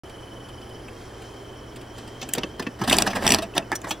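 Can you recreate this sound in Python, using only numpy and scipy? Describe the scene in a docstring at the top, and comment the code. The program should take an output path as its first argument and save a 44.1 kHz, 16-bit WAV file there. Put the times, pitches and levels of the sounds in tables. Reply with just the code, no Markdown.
"""Coin and crank of a toy capsule machine

A coin is pushed in and the metal crank is turned, close by. The gears grind by stick and slip in
two half turns, the ratchet clacks, loose parts knock in the cabinet and the chute flap rings.
Each impact is a cluster of tiny contacts that excites the damped modes of the part struck.
Outdoors behind it are a low wash, a faint hum and trilling insects."""
import sys
import numpy as np
from scipy import signal
from scipy.fft import rfft, irfft
from scipy.io import wavfile

SR = 44100
rng = np.random.default_rng(int(sys.argv[2]) if len(sys.argv) > 2 else 0)


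def generate_wav(signal):
    """Clip the signal to [-1, 1] and save it as 16-bit WAV at the path in sys.argv[1]."""
    frames = np.transpose(np.atleast_2d(signal))
    scaled = np.clip(frames, -1, 1) * 32767
    pcm = np.round(scaled).astype(np.int16)
    wavfile.write(sys.argv[1], SR, pcm)


N = 176400
T, HZ = np.arange(N) / SR, np.fft.rfftfreq(N, 1 / SR)
RING_T = T[:SR // 4]

# Edges of the bass, mid, bright and treble bands (frequency [Hz])
BAND_EDGES = [145, 500, 2000, 6000, 16500]
BAND_FILTERS = [signal.butter(2, edges, "band", fs=SR, output="sos")
                for edges in zip(BAND_EDGES, BAND_EDGES[1:])]

# Pressure on the turning gears (time [s], level [dB])
GEAR_FORCE = [(2.79,-44.5), (2.82,-39), (2.865,-47), (2.89,-32), (2.935,-21), (2.96,-31), (3.0,-29.5),
              (3.05,-42), (3.08,-34), (3.12,-54), (3.16,-36), (3.2,-42.5), (3.24,-30), (3.28,-28),
              (3.335,-24.5), (3.37,-35), (3.41,-44), (3.47,-58)]
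# Rocking of the whole machine (frequency [Hz], width [Hz], level at full force [dB])
ROCKING_BANDS = [(42,53,-38.5), (83,62,-35), (207,33,-29.5)]
# Pawl drops and hollow plastic capsules bumping
# (time [s], bass [dB], mid [dB], bright [dB], treble [dB], chatter time [s], pitch [Hz])
PAWL_CLACKS = [(2.896,-31,-29,-15,-17,0.0022,3740), (2.926,-39,-16,-13.5,-22.5,0.0011,3420),
               (2.9295,-25.5,-21.5,-12.5,-15,0.0004,10800), (2.968,-26,-26,-34,-23,0.0005,10100),
               (2.9845,-22.5,-15.5,-8.5,-11,0.001,4910), (3.0215,-20.5,-17.5,-10,-11.5,0.00076,5780),
               (3.2652,-18.5,-15,-12,-15.5,0.0012,3410), (3.2768,-24,-28,-12,-14,0.0008,8100),
               (3.304,-23,-18.5,-12,-14.5,0.0013,8100), (3.3205,-21.5,-19,-8.5,-9,0.00064,7900),
               (3.3385,-27,-17.5,-14.5,-19.5,0.00059,3400), (3.346,-23,-15.5,-7.5,-9.5,0.00039,5800),
               (3.579,-22.5,-17,-12.5,-17,0.00088,3290)]
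CAPSULE_BUMPS = [(2.911,-17,-17,-28,-38,0.00093,1160), (3.42,-35,-22.5,-26,-30,0.0054,664),
                 (3.7225,-25.5,-20,-31,-37,0.0038,777), (3.868,-58,-28.5,-34.5,-37.5,0.0071,786)]
# Coin against the slot, its loose holder rocking, coin and handle knocking in the cabinet
# (time [s], bass [dB], mid [dB], bright [dB], treble [dB], chatter time [s])
COIN_CLICKS = [(2.214,-34.5,-35,-29.5,-36.5,0.0034), (2.288,-36,-34.5,-33.5,-34,0.0022),
               (2.336,-40,-45,-27,-19,0.00073), (2.349,-29,-27.5,-28,-30.5,0.0032)]
HOLDER_CLINKS = [(.881,-53,-32.5,-35,-47,0.0032), (2.433,-26.5,-19.5,-17.5,-37,0.0016),
                 (2.439,-27,-26.5,-25,-53,0.0018), (2.666,-23.5,-20,-21,-41.5,0.0028),
                 (3.538,-53,-35.5,-33,-56,0.001), (3.625,-38,-51,-39.5,-55,0.00052)]
CABINET_KNOCKS = [(2.226,-33,-30,-31.5,-70,0.0031), (2.375,-21,-27.5,-40,-54,0.0027),
                  (2.381,-24,-23,-23.5,-29.5,0.0024), (2.595,-22,-22.5,-26,-32,0.0027),
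                  (2.622,-30.5,-34,-33,-38.5,0.0036), (2.814,-21,-20.5,-26.5,-33,0.0031),
                  (2.836,-61,-25,-26.5,-32.5,0.0047), (2.875,-17.5,-17,-19,-23,0.0046),
                  (2.941,-29,-22,-20.5,-30,0.0025), (2.998,-32,-23,-24.5,-27,0.0056),
                  (3.034,-24.5,-37,-40,-44,0.007), (3.063,-24,-16.5,-22.5,-26.5,0.0044),
                  (3.073,-27,-19.5,-19.5,-30,0.0027), (3.099,-29.5,-25,-25.5,-32,0.0085),
                  (3.132,-33,-26.5,-36,-41,0.0013), (3.152,-32,-19,-22,-27.5,0.0068),
                  (3.168,-30,-22,-37,-38,0.00081), (3.223,-54,-25,-38,-40,0.0026),
                  (3.242,-26.5,-20.5,-37,-38,0.0066), (3.29,-39,-19.5,-23,-20.5,0.0012),
                  (3.385,-22.5,-21,-22.5,-29.5,0.0022), (3.549,-29.5,-30,-32.5,-36,0.0055),
                  (3.563,-21.5,-17.5,-22,-32,0.0057), (3.7175,-25.5,-19,-25.5,-28,0.00067),
                  (3.8165,-60,-44,-43,-40.5,0.00073), (3.84,-29,-26,-34,-39.5,0.0051),
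                  (3.884,-43,-39,-38,-32.5,0.011), (3.9065,-27,-21,-20,-26.5,0.0039)]
# Faint handling ticks (time [s], level before band offsets [dB])
HANDLING_TICKS = [(.094,-50.5), (0.485,-51.5), (.612,-53), (.69,-55), (1.219,-50.5), (1.759,-45.5),
                  (1.811,-51), (1.979,-45), (2.074,-46.5)]
# Nudges of the chute flap (time [s], level [dB], chatter time [s], tilt [dB/octave])
FLAP_TOUCHES = [(3.753,-27,0.0031,23), (3.9064,-28.5,0.0058,-8)]

# Modes of each ringing part (frequency [Hz], relative level [dB], 60 dB decay time [s])
STEEL_MODES = [(3400,-18,0.016), (4800,-2,0.017), (5840,13,0.011), (7900,1,0.0094), (9320,1.5,0.02),
               (10880,4.5,0.011), (11700,5,0.0095)]
COIN_MODES = [(6100,-7,.015), (7850,-7,.015), (9491,-2,.022), (11500,1,.015), (12590,7,.017),
              (13060,-2,.025), (15470,6,.028)]
HOLDER_MODES = [(1133,-17.5,0.046), (2640,6,0.033), (2940,-4.5,0.022), (4200,-20,0.028)]
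CABINET_MODES = [(203,-20.5,0.083), (250.4,-10,0.05), (767,-12,0.094), (933,-11.5,0.059), (1070,-5,0.021),
                 (1274,-6,0.082), (1688,-51,0.15), (1910,-15,0.071), (2404,-1.5,0.026), (3460,-18,0.33),
                 (6300,2,0.03)]
FLAP_MODES = [(3334,4,0.15), (3480,-2,0.21), (3840,-4,0.12), (4140,-6,0.051), (5400,-25,.1),
              (5600,-20,0.077), (5800,10,0.035), (6300,-8,.09), (6960,-4,0.027), (8200,-14,0.035),
              (8700,-8,0.025), (12400,-31,.025)]
# Response of the machine's body (frequency [Hz], gain [dB])
BODY_RESPONSE = [(47, -67), (80, -6), (212, -4), (303, -1), (346, -1), (515, 0.5), (643, -0.5), (917, -8),
                 (1490, -13), (1670, -4), (2430, -4.5), (3390, -8), (4050, -13), (5900, -8.5), (7200, -7),
                 (7870, -9), (8600, -12.5), (11200, -21), (16000, -27)]
# Spectrum of the cabinet rattle (frequency [Hz], relative level [dB])
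RATTLE_SPECTRUM = [(200,1), (900,-2), (2500,-1), (6000,1), (15000,-27)]
# Damping of the rattle (frequency [Hz], 60 dB decay time [s])
RATTLE_DECAY = [(100,0.09), (400,0.14), (1500,0.15), (4000,0.048), (15000,0.11)]
# Left-right likeness of the rattle and the outdoor wash (frequency [Hz], correlation [0-1])
RATTLE_CORRELATION = [(200,1), (700,0.86), (1200,0.35), (1800,1), (4000,0.97), (6000,1), (15000,.1)]
WASH_CORRELATION = [(60, 1.0), (130, 1), (290, 1), (640, 0.59), (1410, 0.64), (3100, 1), (6820, 0.99),
                    (15000, 0.12)]

# Envelopes of the hand's rustle and a high insect whine (time [s], level [dB])
RUSTLE_LEVEL = [(.75,-78), (1.02,-52.5), (1.12,-61), (1.24,-53.5), (1.4,-61), (1.85,-89), (1.98,-51),
                (2.12,-60), (2.25,-54.5), (2.5,-58)]
WHINE_LEVEL = [(.85,-63.5), (1,-65.5), (2.2,-69)]
# Band edges of the rustle (frequency [Hz])
RUSTLE_BAND = [1480, 7250]
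# Cricket trills (start [s], end [s], pitch [Hz], level [dB], pulse rate [1/s])
CRICKET_BOUTS = [(0,0.75,3025,-53.5,23.05), (0,1.5,3200,-59.5,23.05), (.6,.88,4960,-64,24.3),
                 (1.199,1.55,3066,-55.5,25.2), (1.578,3.9,3026,-58.5,25.2), (1.581,2.6,3260,-61,24),
                 (1.977,2.53,3140,-53.5,23.7)]
# Outdoor wash (frequency [Hz], relative spectral density [dB])
WASH_SPECTRUM = [(20,-12.5), (45,-1.5), (87,-4), (115,-7), (161,-10.5), (240,-6.5), (373,-3.5), (500,-8),
                 (1020,-14), (1260,-16.5), (1600,-18), (2700,-27), (3900,-32.5), (5400,-29.5), (6500,-33.5),
                 (8000,-34.5), (9800,-40), (11000,-40), (12000,-43.5), (15500,-40)]
# Phase between the microphone ports (frequency [Hz], left lead [rad])
PORT_PHASE = [(300,0), (700,-.2), (1600,0), (4700,0), (5600,-1.05), (8000,-1.3), (15000,-1.6)]
# Balance of the ports (frequency [Hz], left minus right [dB])
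PORT_BALANCE = [(200,0.5), (700,-2.5), (2200,0), (10000,0.1)]

FULL_FORCE_DB, GEAR_STEEL_DB = -21.5, -19
GRIND_BANDS_DB, GRIND_GROWTH = [0.5, 3.5, 4, 1], [.8, .9, 1.1, 1.25]  # growth: dB per dB of force
PAWL_NOTE, CAPSULE_NOTE = (11.4, 0.009), (8.9, 0.052)  # (relative level [dB], 60 dB decay time [s])
STEEL_DB, COIN_DB, HOLDER_DB, PANEL_DB = -24, -24, -12.5, -40  # gains of the modes
METAL_RATTLE_DB, CABINET_RATTLE_DB = 0.5, -0.5
TICK_BANDS_DB, TICK_CHATTER_S = [7.3, 7, 7.6, 3.4], 0.0041
CONTACTS_PER_S, LEAD_S = 14000, .02  # scraping begins LEAD_S before an impact


def gears():
    """Stick-slip friction: random slips excite cabinet and steel, brighter under pressure."""
    cabinet = body(CABINET_MODES, PANEL_DB, CABINET_RATTLE_DB)
    steel = amp(GEAR_STEEL_DB) * body(STEEL_MODES, STEEL_DB, METAL_RATTLE_DB)
    force_db = level_curve(GEAR_FORCE) - FULL_FORCE_DB
    slips = contacts(N, per_s=3000, spread_db=2)[None]
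    out = np.zeros((2, N))
    for band, db, growth in zip(cabinet + steel, GRIND_BANDS_DB, GRIND_GROWTH):
        grind = unit(signal.oaconvolve(slips, band, axes=1)[:, :N])
        out += grind * amp(FULL_FORCE_DB + db + growth * force_db)
    return out


def ratchet():
    """Impact excitation: each drop of the pawl rings short-lived steel modes."""
    return impacts(PAWL_CLACKS, STEEL_MODES, STEEL_DB, METAL_RATTLE_DB, PAWL_NOTE)


def rocking():
    """Forced vibration: the machine rumbles as the square root of the force on the crank."""
    force_db = level_curve(GEAR_FORCE) - FULL_FORCE_DB
    return sum(narrow_noise(hz, width) * amp(db + force_db / 2) for hz, width, db in ROCKING_BANDS)


def coin():
    """Free vibration after impact: the coin rings in high modes, its loose holder in lower ones."""
    clicks = impacts(COIN_CLICKS, COIN_MODES, COIN_DB, METAL_RATTLE_DB)
    return clicks + impacts(HOLDER_CLINKS, HOLDER_MODES, HOLDER_DB, CABINET_RATTLE_DB)


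def loose_parts():
    """Structure-borne sound: knocks, ticks and capsule bumps radiate through the cabinet."""
    ticks = [(s, *(db + np.array(TICK_BANDS_DB)), TICK_CHATTER_S) for s, db in HANDLING_TICKS]
    knocks = impacts(CABINET_KNOCKS + ticks, CABINET_MODES, PANEL_DB, CABINET_RATTLE_DB)
    return knocks + impacts(CAPSULE_BUMPS, CABINET_MODES, PANEL_DB, CABINET_RATTLE_DB, CAPSULE_NOTE)


def flap(scrape_db=-4.5):
    """Plate resonance: a scrape drives the modes of the thin metal flap."""
    out = np.zeros((2, N))
    for s, db, chatter_s, tilt in FLAP_TOUCHES:
        scrape = chatter(chatter_s)
        ringing = 0
        for hz, level, t60 in FLAP_MODES:
            mode = unit(signal.fftconvolve(scrape, ring([(hz, 0, t60)])))
            ringing += amp(level + tilt * np.log2(hz)) * mode
        scrape = np.pad(scrape, (0, len(ringing) - len(scrape)))
        sound = unit(ringing) + amp(scrape_db) * unit(scrape)
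        add(out, s - LEAD_S, at_level(np.array([sound, sound]), db))
    return out


def impacts(rows, modes, ring_db, rattle_db, note=()):
    """Convolution: each chatter drives the body's response; a row with a pitch adds that mode."""
    out = np.zeros((2, N))
    for s, bass, mid, bright, treble, chatter_s, *pitch in rows:
        response = body(modes + [(hz, *note) for hz in pitch], ring_db, rattle_db)
        bands = signal.fftconvolve(response, chatter(chatter_s)[None, None], axes=2)
        sound = sum(at_level(band, db) for band, db in zip(bands, (bass, mid, bright, treble)))
        add(out, s - LEAD_S, sound)
    return out


def body(modes, ring_db, rattle_db):
    """Impulse response of the machine in four bands: a crack, modes and a random, decaying rattle."""
    size = len(RING_T)
    hz, t, spectra = signal.stft(noise_pair(RATTLE_CORRELATION, size), SR, nperseg=256)
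    decay_db = 60 * t / at_hz(RATTLE_DECAY, hz)[:, None]
    spectra *= amp(at_hz(RATTLE_SPECTRUM, hz)[:, None] - decay_db)
    rattle = signal.istft(spectra, SR, nperseg=256)[1][:, :size] / 20
    crack = RING_T == 0
    response = crack + amp(ring_db) * ring(modes) + amp(rattle_db) * rattle
    log_gain = np.log(amp(at_hz(BODY_RESPONSE, abs(np.fft.fftfreq(size, 1 / SR)))))
    minimum_phase = np.exp(np.conj(signal.hilbert(log_gain)))
    response = np.fft.ifft(np.fft.fft(response) * minimum_phase).real
    return np.array([signal.sosfilt(band, response) for band in BAND_FILTERS])


def ring(modes):
    """Modal superposition: a struck part sounds as a sum of damped sinusoids."""
    return sum(amp(db - 60 * RING_T / t60) * np.cos(2 * np.pi * hz * RING_T) for hz, db, t60 in modes)


def chatter(chatter_s, scrape_db=-14, scrape_stretch=2.5):
    """Repeated contact: a cluster swells for chatter_s and dies, inside a longer, softer scrape."""
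    age = (T[:SR // 10] - LEAD_S) / chatter_s
    after = np.maximum(age, 0)
    cluster = after * np.exp(1 - after)
    scrape = amp(scrape_db) * np.exp(-abs(age - 1) / scrape_stretch)
    return contacts(len(age), CONTACTS_PER_S, spread_db=2.5) * (cluster + scrape)


def contacts(size, per_s, spread_db):
    """Shot noise: tiny contacts of random moment, sign and strength."""
    impulses = (rng.random(size) < per_s / SR) * rng.choice([-1, 1], size)
    return impulses * amp(spread_db * np.clip(rng.standard_normal(size), -2, 2))


def rustle():
    """Friction noise: fine grains from the hand shifting with the coin."""
    band = signal.butter(2, RUSTLE_BAND, "band", fs=SR, output="sos")
    grains = signal.sosfilt(band, contacts(N, CONTACTS_PER_S, spread_db=2))
    return unit(grains) * amp(level_curve(RUSTLE_LEVEL))


def cricket(start, end, hz, db, rate, fade_s=0.19, depth=.65):
    """Amplitude modulation: a wavering, raspy tone pulses through one bout of trilling."""
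    bout = np.clip(np.minimum(T - start, end - T) / fade_s + 1, 0, 1)
    pulses = 1 - depth * np.cos(2 * np.pi * rate * (T - start))
    tone = wavering(hz, wander_hz=6.07, width_hz=62)
    rasp = amp(-7) * narrow_noise(hz, width_hz=200)
    return amp(db) * bout * unit(pulses * (tone + rasp))


def outdoors():
    """Superposition of distant sources: a wash, a hum, a throbbing and a whining insect, crickets."""
    wash_spectrum = rfft(noise_pair(WASH_CORRELATION, N)) * amp(at_hz(WASH_SPECTRUM, HZ))
    wash = amp(-41) * unit(irfft(wash_spectrum, N))
    throb = 1 + 0.96 * np.sin(2 * np.pi * 9.6 * T)
    buzz = amp(-63.5) * unit(narrow_noise(hz=5590, width_hz=490) * throb)
    whine = narrow_noise(hz=10620, width_hz=430) * amp(np.interp(T, *np.transpose(WHINE_LEVEL)))
    hum = amp(-48.5) * wavering(hz=117, wander_hz=3.32, width_hz=9.6)
    return wash + hum + buzz + whine + sum(cricket(*bout) for bout in CRICKET_BOUTS)


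def wavering(hz, wander_hz, width_hz):
    """Frequency modulation: slow noise moves a tone's pitch by wander_hz rms."""
    pitch = hz + wander_hz * narrow_noise(0, width_hz)
    return unit(np.sin(2 * np.pi * np.cumsum(pitch) / SR))


def narrow_noise(hz, width_hz):
    """Resonant filtering: white noise narrowed to a band around hz."""
    return unit(irfft(rfft(rng.standard_normal(N)) / (1 + (2 * (HZ - hz) / width_hz) ** 2), N))


def noise_pair(correlation, size):
    """Partial coherence: two white noises whose likeness depends on frequency."""
    left, independent = rfft(rng.standard_normal((2, size)))
    shared = np.clip(at_hz(correlation, np.fft.rfftfreq(size, 1 / SR)), 0, 1)
    right = shared * left + np.sqrt(1 - shared ** 2) * independent
    return irfft(np.array([left, right]), size)


def amp(db):
    """Decibels to amplitude ratio."""
    return 10 ** (np.asarray(db) / 20)


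def unit(x):
    """Normalisation to rms 1."""
    return x / np.sqrt(np.mean(x ** 2) + 1e-20)


def at_level(x, db):
    """Energy normalisation: a short stereo sound gets the energy of 10 ms at this level."""
    return amp(db) * x / np.sqrt(np.sum(x ** 2) / (2 * SR / 100) + 1e-20)


def at_hz(points, hz):
    """Interpolation on a log-frequency axis."""
    knots_hz, values = np.transpose(points)
    return np.interp(np.log(hz + 1), np.log(knots_hz + 1), values)


def level_curve(points):
    """Interpolation of decibels over time, silent beyond the ends."""
    return np.interp(T, *np.transpose(points), left=-150, right=-150)


def add(mix, s, sound):
    """Superposition of a sound onto the mix at time s."""
    part = mix[:, round(s * SR):][:, :sound.shape[-1]]
    part += sound[..., :part.shape[1]]


def scene():
    """Linear mixing: crank, coin and flap sum with the outdoor background."""
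    crank = gears() + ratchet() + rocking()
    return crank + coin() + loose_parts() + flap() + rustle() + outdoors()


def record(dry, open_s=.035, cutoff_hz=15900):
    """Stereo pickup: two ports differ in level and phase, saturate softly and are band-limited."""
    port = amp(at_hz(PORT_BALANCE, HZ) / 2) * np.exp(.5j * at_hz(PORT_PHASE, HZ))
    pressure = irfft(rfft(dry) * np.array([port, 1 / port]), N)
    saturated = np.tanh(pressure) * (T > open_s)
    lowpass = signal.firwin(255, cutoff_hz, window=("kaiser", 9), fs=SR)
    return signal.oaconvolve(saturated, lowpass[None], "same")


dry = scene()
out = record(dry)
generate_wav(out)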